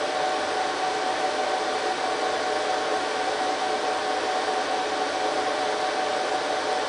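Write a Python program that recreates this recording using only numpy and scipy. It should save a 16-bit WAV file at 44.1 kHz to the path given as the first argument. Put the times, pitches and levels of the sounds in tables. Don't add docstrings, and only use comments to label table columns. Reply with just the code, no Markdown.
import sys
import numpy as np
from scipy import signal
from scipy.fft import rfft, irfft
from scipy.io import wavfile
from scipy.ndimage import map_coordinates

SR = 44100
rng = np.random.default_rng(int(sys.argv[2]) if len(sys.argv) > 2 else 0)


def store_pcm(level_fs):
    pcm = np.round(np.clip(level_fs, -1, 1) * 32767).astype(np.int16)
    wavfile.write(sys.argv[1], SR, np.atleast_2d(pcm).T)


def magnitude_from_level(level_db):
    exponent = np.asarray(level_db, float) / 20
    return 10 ** exponent


N = 303408


def evened(x):
    return x / np.sqrt(np.mean(x ** 2) + 1e-20)


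def read(points, hz):
    f, value = np.transpose(points)
    return np.interp(np.log(hz + 1), np.log(f + 1), value)


def bumps(modes, hz):
    return sum(db * np.exp(-4 * np.log(2) * ((hz - f) / width) ** 2) for f, width, db in modes)


def drift(per_s):
    knots = rng.standard_normal(200)
    coarse = np.arange(0, N + 256, 256)
    slow = map_coordinates(knots, [coarse / SR * per_s], order=3, mode="wrap")
    return np.interp(np.arange(N), coarse, slow)


# (time [s], fan 3 [turns/s], fan 5 [turns/s], fan 6 [turns/s])
FREE_SPIN = [(0.0, 87.18, 106.17, 106.407), (0.76, 87.126, 106.23, 106.786),
             (1.53, 87.164, 106.031, 107.019), (2.29, 87.126, 106.091, 106.745),
             (3.06, 87.114, 106.138, 106.69), (3.82, 87.064, 106.079, 106.755),
             (4.59, 86.992, 106.085, 106.72), (5.35, 86.994, 106.083, 106.734),
             (6.12, 87.156, 106.04, 106.886), (6.88, 87.049, 106.164, 106.864)]
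GOVERNED_SPIN = {0: (82.5187, -.0022, .008, 2.06, .29), 1: (83.2235, .0037, .003, 3., 1.),
                 2: (87.0488, .0205, .03, 5.57, .53), 4: (91.3017, -.0018, .014, 4.43, .36),
                 7: (108.0068, .0128, .086, 2.43, 1.856), 8: (110.0212, -.0206, .0965, 4.045, 3.392)}


def shaft_speeds():
    t = np.arange(N) / SR
    s, *free = np.transpose(FREE_SPIN)
    speed = {fan: np.interp(t, s, v) for fan, v in zip((3, 5, 6), free)}
    for fan, (mean, creep, depth, period, fastest) in GOVERNED_SPIN.items():
        hunt = depth * np.cos(2 * np.pi * (t - fastest) / period)
        speed[fan] = mean + creep * (t - t.mean()) + hunt
    return [speed[fan] for fan in sorted(speed)]


# (fan [index], neighbour [index], multiple of shaft speed [-], time in step [s])
IN_STEP = [
    (1, 0, 7, 2.9185),
    (3, 2, 7, 1.407),
    (6, 5, 7, 2.9708),
    (7, 6, 7, 2.9403),
    (8, 7, 7, 3.0265),
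    (6, 5, 4, 2.9591),
    (7, 6, 4, 2.9223),
    (4, 2, 1, 3.0385),
    (6, 5, 14, 2.96),
]
OTHER_TONES = [
    {24: -58., 42: -63., 56: -66.},
    {2: -71., 20: -58.4, 49: -65., 56: -62.},
    {1: -68.2, 8: -53.5},
    {24: -64.},
    {1: -63.5, 3: -57.1, 4: -50.5, 12: -47.3},
    {4: -40.7, 5: -49.4, 24: -59., 35: -63.},
    {4: -46.3, 5: -55., 24: -60.2, 49: -64.},
    {3: -50.7, 4: -43.9, 35: -65., 42: -60.},
    {1: -75., 18: -59.7, 42: -61.1, 49: -66., 63: -75.},
]
# (first [dB rms], second [dB rms], third [dB rms], fourth [dB rms])
BLADE_TONES = [(-45.8, -46.9, -51.8, -58.), (-41.8, -58.4, -70., -60.), (-40.4, -56.5, -59., -65.),
               (-41.4, -60., -57.5, -67.), (-47.7, -63.4, -61., -62.), (-37.1, -53.5, -57.2, -70.),
               (-33.8, -51.3, -57.5, -63.6), (-41.1, -57.5, -59., -65.), (-39.6, -46.4, -57., -54.2)]


def fans(tone_lift_db=.5, waver_db=.5, waver_per_s=3., wobble_turns=.001, wobble_per_s=12.):
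    blades = 7
    turns = np.cumsum(shaft_speeds(), axis=1) / SR
    path = rng.random((len(OTHER_TONES), 64))
    for fan, other, multiple, when in IN_STEP:
        fan, other, multiple, at = int(fan), int(other), int(multiple), round(when * SR)
        lead = turns[other][at] - turns[fan][at]
        path[fan, multiple] = path[other, multiple] + multiple * lead
    out = np.zeros(N)
    for angle, blade_db, tones, lag in zip(turns, BLADE_TONES, OTHER_TONES, path):
        angle = angle + wobble_turns * drift(wobble_per_s)
        blade_pass = zip(blades * np.arange(1, 5), blade_db)
        for multiple, db in [*blade_pass, *tones.items()]:
            level = magnitude_from_level(db + tone_lift_db + waver_db * drift(waver_per_s)) * np.sqrt(2)
            out += level * np.cos(2 * np.pi * (multiple * angle + lag[multiple]))
    return out


# (frequency [Hz], density [dB per Hz])
AIR_COLOUR = [(70.0, -31), (130.0, -35), (230.0, -23.5), (270.0, -5), (450.0, 0.0), (900.0, -4.5),
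              (1300.0, -13), (1900.0, -11), (2600.0, -19), (3400.0, -15), (4700.0, -19), (6200.0, -24),
              (6900.0, -28), (9950.0, -33)]
# (frequency [Hz], width [Hz], level [dB])
STANDING_WAVES = [(33.3, 21.3, -4.5), (98.0, 24.6, 7), (149.9, 58.6, 12.5), (208.4, 23.5, 9),
                  (255, 30.6, 4.5), (267.7, 19.4, -7), (323.4, 22.5, -3), (403, 88.6, -7), (430.5, 20.3, 5),
                  (499, 24.1, -5.5), (551.4, 23.0, -9.5), (607, 27.5, 2.5), (649, 105.7, -8.5),
                  (666.4, 27.9, 10.5), (728, 19.6, -2.5), (822, 20, -2), (1005, 41.0, -2.5),
                  (1090.5, 25.2, 5), (1180, 42.7, 3.5), (1263, 22.4, 4), (1413, 113.6, 5), (1568, 41.8, 4),
                  (1650, 46.4, 2), (1964, 56.5, -3.5), (2040, 42, -1.5), (2163.6, 104.6, -4), (3150, 11, 1),
                  (4650, 250.0, 1)]
# (frequency [Hz], width [Hz], level [dB])
HOUSING_NULLS = [
    (6640, 210, -6.),
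    (6615, 40, -9.),
    (7480, 190, -5.5),
    (7475, 40, -7.5),
    (7900, 600, 1.5),
]


def rush(level_db=-29., gust_db=-0.14):
    hz = np.fft.rfftfreq(N, 1 / SR)
    ripple_db = .6 * map_coordinates(rng.standard_normal(1200), [hz / 25], order=3, mode="wrap")
    ripple_db = ripple_db * np.clip(hz / 2500., 0, 1)
    colour = magnitude_from_level(read(AIR_COLOUR, hz) + bumps(STANDING_WAVES + HOUSING_NULLS, hz) + ripple_db)
    air = evened(irfft(rfft(rng.standard_normal(N)) * colour, N))
    return air * magnitude_from_level(level_db + gust_db * drift(5.))


def scene():
    return (fans() + rush())[None]


# (time [s], rounding step [dB])
BUDGET = [(0, .4), (.6, .1), (2.3, -.4), (3.5, -.1), (5.2, .4), (6.88, 0.)]
BANDS = np.r_[0:44:4, 44:124:8, 124:172:12, 172:220:16, 220:260:20, 260:308:24, 308:364:28, 364, 396, 432,
         468, 508, 552, 600, 652, 704:961:64]


def camera_rounding(x):
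    hop, first, lines_kept = 2048, 58, 929
    n, k = np.arange(2 * hop)[:, None], np.arange(lines_kept)
    window = np.sin(np.pi * n / (2 * hop)) * np.sqrt(2 / hop)
    basis = np.cos(np.pi / hop * (n + hop / 2) * (k + .5)) * window
    padded = np.pad(x, (2 * hop - first, 3 * hop), "reflect")
    blocks = padded[:(N // hop + 4) * hop].reshape(-1, hop)
    lines = np.hstack([blocks[:-1], blocks[1:]]) @ basis
    band_db = 10 * np.log10(np.add.reduceat(lines ** 2, BANDS[:-1], axis=1) / np.diff(BANDS))
    block_s = (np.arange(len(lines)) - 1) * hop / SR
    budget_db = np.interp(block_s, *np.transpose(BUDGET))[:, None]
    budget_db = budget_db + .35 * rng.standard_normal((len(lines), 1))
    budget_db = budget_db + .6 * rng.standard_normal(band_db.shape)
    step_db = -15.9 + .38 * band_db
    limit_db = band_db + np.where(BANDS[1:] <= 24, -3, 9.5)
    step_db = np.minimum(step_db, limit_db) + budget_db
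    step = magnitude_from_level(1.5 * np.round(step_db / 1.5))[:, np.searchsorted(BANDS, k, "right") - 1]
    counts = np.floor(abs(lines / step) ** .75 + .4054)
    halves = (np.sign(lines) * counts ** (4 / 3) * step) @ basis.T
    joined = halves[1:, :hop] + halves[:-1, hop:]
    return joined.ravel()[hop - first:][:N]


# (frequency [Hz], level [dB])
MIRROR = [(11900, -26.5), (12050, -26.), (12300, -34), (12600, -51), (13000, -90.)]


def doubled_rate(x):
    spectrum, hz = rfft(x), np.fft.rfftfreq(N, 1 / SR)
    mirrored = np.conj(spectrum[::-1]) * magnitude_from_level(read(MIRROR, hz)) * (hz > SR / 4)
    return x + irfft(mirrored, N)


def band_limit(x):
    return signal.sosfilt(signal.butter(12, 12580, fs=SR, output="sos"), x)


def record(dry):
    mix = doubled_rate(camera_rounding(dry[0]))[None]
    return band_limit(mix)


dry = scene()
out = record(dry)
store_pcm(out)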